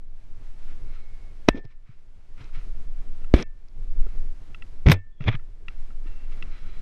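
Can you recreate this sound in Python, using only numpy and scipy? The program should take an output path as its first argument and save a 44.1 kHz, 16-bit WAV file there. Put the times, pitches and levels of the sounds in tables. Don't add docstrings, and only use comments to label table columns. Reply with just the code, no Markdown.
import sys
import numpy as np
from scipy import signal
from scipy.fft import rfft, irfft, next_fast_len
from scipy.io import wavfile
from scipy.ndimage import uniform_filter1d, map_coordinates

SR = 44100
rng = np.random.default_rng(int(sys.argv[2]) if len(sys.argv) > 2 else 0)


def voltage_ratio(decibels):
    exponent = np.asarray(decibels, float) / 20
    return 10 ** exponent


def to_wav(s):
    ch = np.atleast_2d(s).T
    pcm = np.round(np.clip(ch, -1, 1) * 32767)
    wavfile.write(sys.argv[1], SR, pcm.astype(np.int16))


N = 300321
TIME = np.arange(N) / SR

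# (frequency [Hz], density [dB per Hz])
GRIT_SPECTRUM = [(410, -27), (700, -8), (1100, -1.5), (1300, 1), (1700, -2), (2300, 4.5), (2900, -9),
                 (3400, -1.5), (4000, -22), (5000, -39.5)]
# (frequency [Hz], density [dB per Hz])
SHELL_SPECTRUM = [(40, -29.5), (100, -0.5), (160, -1), (300, 0), (630, -11), (1000, -23), (2000, -87.5)]
# (frequency [Hz], density [dB per Hz])
EDGE_SPECTRUM = [(2800, -27), (3900, 2), (4500, -6), (5200, -1), (6500, -11.5), (7500, -25), (9000, -49)]
# (frequency [Hz], density [dB per Hz])
SPARK_SPECTRUM = [(10500, -40), (12000, -4.5), (13200, 0.5), (14300, -3.5), (15000, -52)]
# (frequency [Hz], density [dB per Hz])
RUSTLE_SPECTRUM = [(410, -42), (700, -14.5), (1080, -4.5), (1320, 3), (1630, -3.5), (2200, 1), (3670, -11),
                   (4020, -8.5), (4440, -15.5), (5070, -13.5), (10000, -38), (13000, -46), (22000, -120)]


def unit(x):
    return x / np.sqrt(np.mean(x ** 2) + 1e-20)


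def curves(rows):
    s, *cols = np.transpose(rows)
    return [np.interp(TIME, s, c) for c in cols]


def wobble(rate):
    knots = rng.standard_normal(int(N * rate / SR) + 4)
    return map_coordinates(knots, [TIME * rate])


def filtered(x, response):
    m = next_fast_len(N + SR // 2)
    return irfft(rfft(x, m) * response(np.fft.rfftfreq(m, 1 / SR)), m)[:N]


def coloured(x, spectrum):
    f, db = np.transpose(spectrum)
    return unit(filtered(x, lambda hz: voltage_ratio(np.interp(np.log(hz + 1), np.log(f + 1), db, -120, -120))))


def grains(per_s, spread_db, bed):
    happens = rng.random(N) < per_s / SR
    size = voltage_ratio(spread_db * rng.exponential(size=N))
    slips = happens * size * rng.standard_normal(N)
    return unit(slips) + bed * rng.standard_normal(N)


def resonance(hz, centre, width):
    return 1j * hz * width / (centre ** 2 - hz ** 2 + 1j * hz * width)


def add(out, s, sound):
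    part = out[round(s * SR):][:len(sound)]
    part += sound[:len(part)]


def joined(tables, fade):
    rows = []
    for k, table in enumerate(tables):
        if k == 0 or table[0][0] - rows[-1][0] > 2 * fade:
            if rows:
                rows += [(rows[-1][0] + fade, -110, *rows[-1][2:])]
            rows += [(table[0][0] - fade / 2, -110, *table[0][2:])]
        rows += table
    return rows + [(rows[-1][0] + fade, -110, *rows[-1][2:])]


def strokes(tables, fade):
    return uniform_filter1d(curves(joined(tables, fade)), size=60, axis=1)


def knocks():
    # (time [s], peak [dB], frequency [Hz], t60 [s])
    pulls = [(1.4816, -20, 250, 0.023), (1.4864, 7.5, 440, 0.0051), (1.4894, 6, 560, 0.0045),
             (3.3396, 4.5, 424, 0.006), (1.4925, -16, 42, 0.14), (4.8606, -7, 198, 0.013),
             (4.86, -5, 44.2, 0.14), (4.877, -5, 147, 0.11), (4.8975, -1, 150, 0.054),
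             (4.922, -11.5, 95, 0.18), (5.261, -15.5, 60, 0.081)]
    # (time [s], peak [dB], frequency [Hz], t60 [s])
    pushes = [
        (1.4866, 3, 205, 0.011),
        (1.4832, -13, 90, 0.03),
        (3.3397, 2, 52, 0.071),
        (3.3407, 0.5, 270, 0.017),
        (4.869, 1.5, 70, .05),
        (5.274, -7, 110, 0.019),
        (5.284, -6, 115, 0.082),
    ]
    # (time [s], peak [dB], frequency [Hz])
    bumps = [(1.546, -19.5, 250), (1.648, -31.5, 116), (1.892, -33.5, 120), (2.408, -35, 121),
             (2.571, -36, 109), (3.214, -43.5, 243), (4.066, -33, 398), (5.2064, -20, 135),
             (5.344, -18.5, 122), (5.683, -42.5, 130), (6.058, -37.5, 277)]
    bump_cycles = 7
    blow_rise_cycles, bump_rise_cycles = 0.045, 0.42
    nudges = [(s, db + 3.5, hz, bump_cycles / hz) for s, db, hz in bumps]
    groups = (-1.01, blow_rise_cycles, pulls), (0.93, blow_rise_cycles, pushes), (-1.04, bump_rise_cycles, nudges)
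    out, t = np.zeros(N), TIME[:SR // 2]
    for swing, rise, blows in groups:
        for s, db, hz, t60 in blows:
            onset = 1 - np.exp(-t * hz / rise)
            add(out, s, swing * voltage_ratio(db - 60 * t / t60) * np.sin(2 * np.pi * hz * t) * onset)
    return out


def drag():
    # (time [s], pressure [dB], sharpness [dB])
    scrapes = [
        [(1.482, -29.5, -40), (1.485, -24, -28), (1.494, -25, -28), (1.5, -41, -22), (1.514, -53.5, -59.5),
         (1.53, -49.5, -64.5)],
        [(1.535, -52.5, -50), (1.575, -43, -36), (1.599, -55.5, -38), (1.62, -76, -29), (1.648, -60, -22),
         (1.658, -60, -28), (1.668, -80, -39)],
        [(3.341, -17.5, -36), (3.354, -29.5, -29), (3.391, -30.5, -32.5), (3.41, -32, -28), (3.428, -35, -30),
         (3.44, -58, -39)],
        [(4.861, -28, -40.5), (4.866, -23, -46.5), (4.89, -25.5, -34), (4.913, -22, -26), (4.917, -14.5, -18),
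         (4.935, -28.5, -19.5), (4.963, -45.5, -54.5), (5.0, -68.5, -49.5)],
        [(5.203, -46, -42), (5.237, -49, -46), (5.262, -41.5, -48), (5.284, -19, -61), (5.3, -31.5, -66),
         (5.31, -39, -59)],
        [(5.311, -33.5, -60), (5.356, -34, -62), (5.375, -71, -44)],
    ]
    # (hollow body over grit [dB], edge over grit [dB])
    contact_balance = [
        (10.5, -14),
        (20.5, -8.5),
        (12, -13.5),
        (13.5, -13),
        (10.5, -9),
        (-4.5, -10),
    ]
    edge_follows = 0.48
    body_stays = 0.088
    marked = []
    for stroke, (body_db, edge_db) in zip(scrapes, contact_balance):
        usual_db = np.median(stroke, axis=0)[1]
        marked.append([(s, db, sharp_db, body_db - body_stays * (db - usual_db), edge_db)
                       for s, db, sharp_db in stroke])
    grit_db, sharp_db, body_db, edge_db = strokes(marked, fade=0.0056)
    slips = voltage_ratio(2.2 * wobble(250)) * grains(2500, 1.8, bed=1.4)
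    grit = coloured(slips, GRIT_SPECTRUM)
    body = voltage_ratio(body_db - 5.0) * coloured(rng.standard_normal(N), SHELL_SPECTRUM)
    edge = voltage_ratio(edge_db + edge_follows * (sharp_db + 31.5)) * coloured(slips, EDGE_SPECTRUM)
    return voltage_ratio(grit_db - 7.5) * (grit + body + edge) + fizzing(grit_db + sharp_db - 2)


def fizzing(level_db):
    # (frequency [Hz], density [dB per Hz])
    fizz_spectrum = [(5500, -38.5), (7000, -2), (8500, -1.5), (10500, -2), (12000, -13), (13000, -39.5)]
    top_db = np.clip(1.2 * (level_db + 46.5), -25, 1.5)
    fizz = coloured(rng.standard_normal(N), fizz_spectrum)
    spark = coloured(rng.standard_normal(N), SPARK_SPECTRUM)
    return voltage_ratio(level_db) * (fizz + voltage_ratio(top_db) * spark)


def cracks():
    # (time [s], peak [dB], edge [dB], spark over peak [dB])
    breaks = [(1.4866, -4.5, -9.5, -35), (1.4887, -10, -19.5, -39.5), (1.5439, -62, -7, -45),
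              (1.6516, -47.5, -10, -35), (2.442, -64, 15.5, -40), (3.339, -10.5, -14, -36),
              (3.4252, -27, -4, -52), (3.684, -61.5, 6.5, -40), (4.8658, -20.5, -17.5, -46),
              (4.8857, -10, -16.5, -45), (4.8984, -11, -15.5, -33.5), (4.9058, -14, -21.5, -22),
              (4.917, -6, -10.5, -20.5), (4.9193, -5.5, -15.5, -25.5), (4.9295, -30.5, -23, -29.5),
              (5.2404, -36.5, -13.5, -50), (5.2809, -16, -30, -75), (5.2884, -19, -32, -67.5),
              (5.3526, -25, -34, -52)]
    t60_s, rise_s = 0.008, 0.0004
    colours = GRIT_SPECTRUM, EDGE_SPECTRUM, SPARK_SPECTRUM
    noises = [coloured(rng.standard_normal(N), colour) for colour in colours]
    gain, t = np.zeros((3, N)), TIME[:SR // 20]
    for s, db, edge_db, spark_db in breaks:
        burst = voltage_ratio(db + 2.0) * (1 - np.exp(-t / rise_s)) ** 2
        for part, share_db, lasts in zip(gain, (0, edge_db + 4.5, spark_db), (1, 1, 1.3)):
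            add(part, s, burst * voltage_ratio(share_db - 60 * t / (lasts * t60_s)))
    return (gain * noises).sum(axis=0)


def metal():
    # (frequency [Hz], level [dB], t60 [s])
    modes = [(1777, 1, 0.5), (1822, -12, .5), (2213, -9.5, 0.3), (2490, -14.5, 0.15), (2659, -14.5, 0.22)]
    # (time [s], level [dB], third, fourth and fifth mode over their usual share [dB])
    strikes = [
        (1.488, -39, -10, -15.5, 6),
        (3.4, -52, 6, -5, 14),
        (4.935, -47, 5, 6, 10),
        (5.3, -55, 1, -6, 8),
    ]
    out, t = np.zeros(N), TIME[:SR // 2]
    onset = 1 - np.exp(-t / 0.003)
    for s, db, *upper_db in strikes:
        for (hz, level, t60), extra_db in zip(modes, [0, 0, *upper_db]):
            envelope = voltage_ratio(db + level + extra_db - 72 * t / t60) * onset
            add(out, s, envelope * np.sin(2 * np.pi * hz * t))
    return out


def ticks():
    # (time [s], peak [dB], lowest mode [dB], second mode [dB])
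    gear_taps = [(2.3808, -53, -11, -15), (2.494, -66, 2, -15), (2.6135, -56, -12, -10),
                 (3.244, -47.5, -10, -15), (4.0687, -56.5, -2.5, -19), (4.547, -32.5, -19, -23),
                 (4.6237, -33, -21, -19), (5.2086, -41.5, -10.5, -11), (5.221, -42.5, -25, -20),
                 (5.24, -44, -24, -16.5), (5.3958, -60.5, -1, -2), (5.684, -27, -24, -17.5),
                 (5.906, -58.5, -0.5, -6), (6.0683, -51, -21.5, -17), (6.324, -46, -37, -29),
                 (6.426, -26.5, -27, -21)]
    # (frequency [Hz], width [Hz], level [dB])
    housing_modes = [(1344, 94, -8), (1953, 170, -7), (2684, 152, -11), (3375, 116, -30.5),
                     (3800, 170, -33.5), (4980, 340, -33.5)]
    s, db, low_db, second_db = np.transpose(gear_taps)
    at = np.round((s - 0.001) * SR).astype(int)
    out, contact = np.zeros(N), np.zeros(N)
    for k, (centre, width, level) in enumerate(housing_modes):
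        mode_db = [low_db, second_db, *[level] * 4][k]
        taps = np.zeros(N)
        taps[at] = voltage_ratio(db + mode_db) * SR / width / 1.4
        mode = lambda hz: resonance(hz, centre, width) * resonance(hz, centre, 2.9 * width)
        out += (-1) ** k * filtered(taps, mode)
    contact[at] = voltage_ratio(db - 2.5)
    t = TIME[:SR // 40]
    puff = voltage_ratio(-60 * t / 0.014) * (1 - np.exp(-t / 0.0014)) ** 2
    rattle = signal.fftconvolve(contact, puff)[:N]
    return out + rattle * coloured(rng.standard_normal(N), RUSTLE_SPECTRUM)


def slides():
    # (start [s], end [s], frequency [Hz], width [Hz], level [dB])
    songs = [
        (.85, 1.33, 2190, 90, -70),
        (.87, 1.05, 4150, 150, -76),
        (6.07, 6.27, 2720, 80, -68),
        (6.5, 6.63, 3980, 120, -72),
        (6.66, 6.81, 3950, 120, -71),
        (6.52, 6.81, 3300, 120, -74),
        (5.11, 5.165, 3400, 150, -79),
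        (5.165, 5.21, 3330, 100, -75),
    ]
    out = np.zeros(N)
    for start, end, hz, width, db in songs:
        tone = unit(filtered(rng.standard_normal(N), lambda f: resonance(f, hz, width) ** 2))
        tone = unit(tone / np.sqrt(0.4 + np.abs(uniform_filter1d(tone ** 2, size=500))))
        fade = np.clip(np.minimum(TIME - start, end - TIME) / 0.013, 0, 1)
        out += voltage_ratio(db) * fade * tone
    return out


def cloth():
    fabric_rubs = [(0.567, .71, .79, -60, 6), (0.846, 0.953, 1.13, -58.5, -5),
                   (1.668, 1.708, 1.77, -63.5, -5), (1.83, 1.89, 2.1, -65.5, -14),
                   (2.369, 2.409, 2.53, -51, 5.5), (2.51, 2.556, 2.67, -51, -6),
                   (2.596, 2.635, 2.7, -58, -3.5), (3.215, 3.221, 2.82, -57.5, 19.5),
                   (3.3, 3.34, 3.43, -68, 24), (3.98, 4.044, 3.8, -66, 9), (4.066, 4.09, 4.3, -62, -3),
                   (5.685, 5.703, 5.8, -59.5, 5)]
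    # (time [s], effort [dB], body over it [dB])
    sleeve_pull = [(6.04, -69.5, 11), (6.074, -54, 1), (6.1, -64.5, 8), (6.29, -65.5, -1),
                   (6.322, -54.5, -5), (6.35, -63, 8), (6.48, -59, 5), (6.509, -57, -5), (6.81, -60.5, -16)]
    swell_db, sag_db = 13.5, 22.5
    rubs = []
    for start, top, end, db, body in fabric_rubs:
        rubs.append(sorted([(start, db - swell_db, body), (top, db, body), (end, db - sag_db, body)]))
    level_db, body_db = strokes(rubs + [sorted(sleeve_pull)], fade=0.018)
    rub = grains(3700, 0.56, bed=2.3)
    flutter_db = 1.6 * wobble(60)
    rustle = coloured(rub, RUSTLE_SPECTRUM)
    body = voltage_ratio(body_db - 7.5) * coloured(rub, SHELL_SPECTRUM)
    return voltage_ratio(level_db - 1.0 + flutter_db) * (rustle + body)


def gain_control():
    # (time [s], depth [dB])
    ducks = [
        (0.0, 8),
        (1.58, 15.5),
        (3.4, 10.5),
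        (4.961, 13),
        (5.36, 7.5),
    ]
    pull_s, hold_s, recover_db_per_s = 0.07, 0.035, 18
    dips = []
    for s, depth in ducks:
        falling = depth * (1 + (TIME - s) / pull_s)
        recovering = depth - recover_db_per_s * (TIME - s - hold_s)
        dips.append(np.clip(np.minimum(falling, recovering), 0, depth))
    return -np.max(dips, axis=0)


def wind():
    # (time [s], level [dB])
    gusts = [(0.0, -29), (0.2, -32.5), (0.72, -24.5), (1.1, -27.5), (1.9, -40), (2.22, -38), (2.62, -23.5),
             (3.32, -23), (3.66, -38), (3.98, -13), (4.22, -19.5), (4.46, -32.5), (4.8, -26.5), (5.14, -38),
             (5.31, -23), (5.6, -35.5), (5.8, -24), (6.81, -25)]
    # (frequency [Hz], density [dB per Hz])
    buffet_spectrum = [(2, -15.5), (8, 0), (16, 2.5), (21, -6), (28, -19.5), (38, -26), (55, -34.5),
                       (90, -91)]
    roar_spectrum = [(14, -38.5), (24, -4.5), (45, -0.5), (110, -8.5), (180, -17.5), (440, -23.5),
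                     (850, -40.5), (1600, -47), (3000, -88)]
    hiss_spectrum = [(350, -27.5), (600, -3.5), (1220, -8.5), (2270, -10), (3100, -14), (5030, -17.5),
                     (8000, -23), (11000, -29), (12800, -33), (13600, -57.5)]
    roar_full_db, roar_follows, roar_ducks = -49.5, 0.23, 0.7
    hiss_full_db, hiss_follows = -64, 0.05
    gust_db, = curves(gusts)
    swing_db, gain_db = gust_db - gust_db.mean(), gain_control()
    buffet = coloured(rng.standard_normal(N), buffet_spectrum)
    buffet = unit(buffet / np.sqrt(0.55 + np.abs(uniform_filter1d(buffet ** 2, SR // 8))))
    lumps = voltage_ratio(1.6 * wobble(12) + 2.2 * wobble(30))
    roar = unit(lumps * coloured(rng.standard_normal(N), roar_spectrum))
    hiss = voltage_ratio(1.1 * wobble(11)) * coloured(rng.standard_normal(N), hiss_spectrum)
    roar_db = roar_full_db + roar_follows * swing_db + roar_ducks * gain_db
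    hiss_db = hiss_full_db + hiss_follows * swing_db + gain_db
    return voltage_ratio(gust_db) * buffet + voltage_ratio(roar_db) * roar + voltage_ratio(hiss_db) * hiss


def scene():
    contact = knocks() + drag() + cracks()
    gear = metal() + ticks() + slides()
    return (contact + gear + cloth() + wind())[None]


def low_pass(x):
    return signal.sosfilt(signal.butter(12, 15090, fs=SR, output="sos"), x)


def record(dry):
    clipped = dry / (1 + np.abs(dry) ** 12) ** (1 / 12)
    return low_pass(clipped)


dry = scene()
out = record(dry)
to_wav(out)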